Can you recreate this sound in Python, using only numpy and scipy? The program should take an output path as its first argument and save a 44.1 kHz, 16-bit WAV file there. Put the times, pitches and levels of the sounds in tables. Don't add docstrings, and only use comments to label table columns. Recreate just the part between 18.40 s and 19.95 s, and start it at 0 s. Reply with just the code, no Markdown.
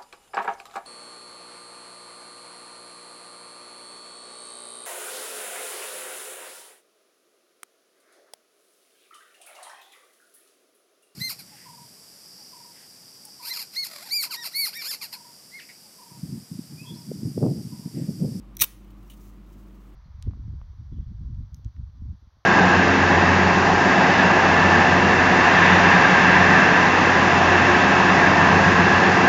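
import sys
import numpy as np
from scipy import signal
from scipy.fft import rfft, irfft, next_fast_len
from scipy.io import wavfile
from scipy.ndimage import uniform_filter1d, map_coordinates

SR = 44100
rng = np.random.default_rng(int(sys.argv[2]) if len(sys.argv) > 2 else 0)


def generate_wav(signal):
    frames = np.transpose(np.atleast_2d(signal))
    scaled = np.clip(frames, -1, 1) * 32767
    pcm = np.round(scaled).astype(np.int16)
    wavfile.write(sys.argv[1], SR, pcm)


N = 68355
T = np.arange(N) / SR
N_FFT = 2 * next_fast_len(N)
BIN_HZ = np.fft.rfftfreq(N_FFT, 1 / SR)


def amp(db):
    return 10 ** (np.asarray(db) / 20)


def unit(x):
    return x / np.sqrt(np.mean(x ** 2) + 1e-20)


def along(points, hz):
    f, values = np.transpose(points)
    return np.interp(np.log(hz + 1), np.log(f + 1), values)


def envelope(points):
    return amp(np.interp(T, *np.transpose(points), left=-np.inf, right=-np.inf))


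def decay(start_s, t60_s):
    return (T >= start_s) * np.exp(-np.log(1000) * np.abs(T - start_s) / t60_s)


def filtered(x, response):
    h = response / (1 + (BIN_HZ / 17000) ** 40)
    return irfft(rfft(x, N_FFT) * h / np.sqrt(np.mean(np.abs(h) ** 2)), N_FFT)[:N]


def coloured(x, spectrum):
    cepstrum = irfft(np.log(amp(along(spectrum, BIN_HZ))))
    return filtered(x, np.exp(rfft(2 * cepstrum[:N_FFT // 2], N_FFT)))


def resonate(x, modes, cutoff_hz=1978):
    s = 1j * BIN_HZ
    bank = sum(amp(db) * s * width / (hz ** 2 + s * width + s ** 2) for hz, width, db in modes)
    return filtered(x, bank * (s / (cutoff_hz + s)) ** 2)


def grit(spread_db):
    return unit(rng.standard_normal(N) * amp(spread_db * rng.standard_normal(N)))


def flint_scrape(tooth_hz=613, count=60, jitter=.1, spread_db=3, drag=.5):
    # t/s, level/dB
    stroke = [(.190, -64), (.1932, -40.5), (.197, -44), (.2008, -38), (.2045, -52), (.2075, -30),
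              (.2115, -25.5), (.2132, -23.5), (.221, -15), (.225, -22), (.228, -22.5), (.2315, -27.5),
              (.2335, -25), (.236, -21), (.239, -18.5), (.2415, -23), (.244, -16.5), (.249, -40.5),
              (.262, -58.5)]
    timing, sizes = rng.standard_normal((count, 2)).T
    onsets_s = stroke[0][0] + (np.arange(count) + jitter * timing) / tooth_hz
    teeth = sum(amp(spread_db * size) * decay(t, t60_s=.004) for t, size in zip(onsets_s, sizes))
    effort = envelope(stroke)
    scrape = effort * (drag + teeth) * grit(spread_db=2.5)
    return scrape * np.linalg.norm(effort) / np.linalg.norm(scrape)


def tooth_catches():
    # t/s, level/dB
    events = [(.1522, -51), (0.1688, -26.5), (0.1705, -36), (0.185, -45.5), (0.2009, -21)]
    return sum(amp(db) * decay(t, t60_s=.0043) for t, db in events) * rng.choice([-1, 1], N)


def tooth_bites():
    # t/s, level/dB
    events = [(.2130, -13), (0.2174, -10), (0.2189, -2), (0.2206, -2.5), (0.2239, -4), (0.24, -7.5)]
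    return sum(amp(db) * decay(t, t60_s=.0032) for t, db in events) * rng.choice([-1, 1], N)


def wheel(scrape, catches, bites, free_s=.2185, blend_s=.006, grip_db=2, spark_db=1, ring_db=-12):
    # f/Hz, width/Hz, level/dB
    body_modes = [(2450, 330, 1.5), (3360, 220, -2), (3870, 320, 0), (5720, 300, -6), (5900, 270, 3.5),
                  (6420, 200, -13), (8800, 690, -6), (10000, 420, -7.5), (11800, 800, -6),
                  (12400, 500, -5.5), (14200, 640, -4.5), (15220, 700, -6.5)]
    # f/Hz, level/dB
    spark_spectrum = [(100, -16), (370, -18.5), (600, -15.5), (800, -18), (1000, -9), (1600, -7.5),
                      (2000, -10.5), (2670, -2), (4200, -7.5), (4900, -10.5), (5600, -6.5), (7200, -11),
                      (8400, -2.5), (10600, -7), (12800, 3.5), (15800, -1)]
    # f/Hz, width/Hz, level/dB
    ring_modes = [(2650, 96, -4.5), (3690, 60, 6), (5730, 46, 1), (8300, 170, -4), (9280, 40, -7.5),
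                  (11000, 70, -6), (10260, 77, -6.5), (11580, 60, -5.5), (12000, 39, -2.5),
                  (12520, 45, 0.5), (13860, 120, -1.5), (14100, 60, 1), (14930, 70, 2.5), (15340, 80, 2)]
    free = .5 + .5 * np.tanh((T - free_s) / blend_s)
    gripped = resonate(amp(grip_db) * scrape * np.sqrt(1 - free) + catches, body_modes)
    sparking = coloured(amp(spark_db) * scrape * np.sqrt(free) + bites, spark_spectrum)
    return gripped + sparking + amp(ring_db) * resonate(scrape, ring_modes)


def thumb(centre_s=.227, width_s=.013, level_db=-36.5):
    # f/Hz, level/dB
    spectrum = [(30, -25), (60, -10), (90, -3), (140, 3), (240, -1), (400, -9), (650, -16.5), (1100, -25.5),
                (4000, -62)]
    swell = np.exp(-.5 * ((T - centre_s) / width_s) ** 2)
    return amp(level_db) * swell * unit(coloured(rng.standard_normal(N), spectrum))


def loose_parts():
    # t/s, level/dB, T60/s
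    click_events = [(.446, -64, 0.013), (.479, -63, .015), (.505, -61, 0.045), (.629, -65, 0.019),
                    (.6995, -49.5, 0.11), (.718, -61.5, 0.082), (.735, -59.5, .05)]
    # f/Hz, width/Hz, level/dB
    click_modes = [(2960, 270, 3.5), (3600, 690, -7), (6360, 1800, -11.5), (8940, 900, -11),
                   (11260, 2000, -14.5), (14400, 3800, -12)]
    # t/s, level/dB
    tick_events = [(0.447, -61), (.479, -63), (.514, -60)]
    tick_hz, tick_width_hz = 14700, 1800
    clicks = sum(amp(db) * decay(t, t60_s) for t, db, t60_s in click_events) * rng.standard_normal(N)
    ticks = sum(amp(db) * decay(t, t60_s=.0097) for t, db in tick_events) * rng.standard_normal(N)
    return resonate(clicks, click_modes) + resonate(ticks, [(tick_hz, tick_width_hz, 0)])


def skin_brush(flutter_hz=70, flutter_db=2):
    # t/s, level/dB
    contour = [(.4, -73.5), (.51, -78), (.56, -80), (.68, -69.5), (.77, -69), (.81, -65), (.87, -63),
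               (.94, -75), (1.04, -80), (1.11, -71), (1.2, -70.5), (1.3, -76), (1.44, -74), (1.55, -77.5)]
    # f/Hz, level/dB
    spectrum = [(500, -12), (2500, -10), (6000, 6), (10000, 0.5), (15000, 6)]
    flutter = map_coordinates(rng.standard_normal(512), [T * flutter_hz])
    friction = envelope(contour) * amp(flutter_db * flutter) * grit(spread_db=4.5)
    return coloured(friction, spectrum)


def room_echo(contact, hand, level_db=-22, build_s=.0048):
    # f/Hz, level/dB
    radiation = [(200, -11), (700, -4), (1500, -3), (2800, 2), (4200, -3), (5000, -3.5), (6000, 0.5),
                 (7500, -2.5), (10500, -1), (13000, 0), (15500, 0)]
    # f/Hz, T60/s
    decay_times = [(300, .4), (3000, 0.36), (8000, 0.34), (15000, .3)]
    hz, t, noise = signal.stft(rng.standard_normal(SR // 2), SR, nperseg=256)
    damping = np.exp(-np.log(1000) * t / along(decay_times, hz)[:, None])
    tail = signal.istft(noise * damping, SR, nperseg=256)[1]
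    tail *= 1 - np.exp(-(np.arange(len(tail)) / SR / build_s) ** 2)
    source = coloured(contact, radiation) + hand
    return amp(level_db) * signal.fftconvolve(source, tail / np.linalg.norm(tail))[:N]


def hum_and_air(air_db=-52.5):
    # f/Hz, rms level/dB
    tones = [(48.4, -46.5), (199.5, -57), (303, -67.5), (345, -70)]
    # f/Hz, level/dB
    air_spectrum = [(20, -39.5), (33, -26), (50, -8), (62, -5), (78, -16), (105, 4), (135, -4), (200, -0.5),
                    (260, -5.5), (320, -2.5), (420, -15), (600, -18.5), (800, -20.5), (1200, -17.5),
                    (1550, -26.5), (3000, -30.5), (6000, -40.5), (10000, -44.5), (15500, -42.5)]
    hum = sum(np.sqrt(2) * amp(db) * np.sin(2 * np.pi * (hz * T + rng.random())) for hz, db in tones)
    return hum + amp(air_db) * unit(coloured(rng.standard_normal(N), air_spectrum))


def scene():
    scrape, catches, bites = flint_scrape(), tooth_catches(), tooth_bites()
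    hand = thumb() + loose_parts() + skin_brush()
    echo = room_echo(scrape + catches + bites, hand)
    return (wheel(scrape, catches, bites) + hand + echo + hum_and_air())[None]


def record(dry):
    threshold_db, attack_s, release_db_per_s = -16, .016, 25.5
    top_hz, edge_hz = 15880, 60
    power = np.abs(uniform_filter1d(dry[0] ** 2, size=256))
    over_db = np.maximum(10 * np.log10(power + 1e-12) - threshold_db, 0)
    held_db = np.maximum.accumulate(over_db + release_db_per_s * T) - release_db_per_s * T
    pole = np.exp(-1 / (attack_s * SR))
    duck_db = signal.lfilter([1 - pole], [1, -pole], held_db)
    low_pass = .5 - .5 * np.tanh((BIN_HZ - top_hz) / edge_hz)
    return irfft(rfft(dry * amp(-duck_db), N_FFT) * low_pass, N_FFT)[:, :N]


dry = scene()
out = record(dry)
generate_wav(out)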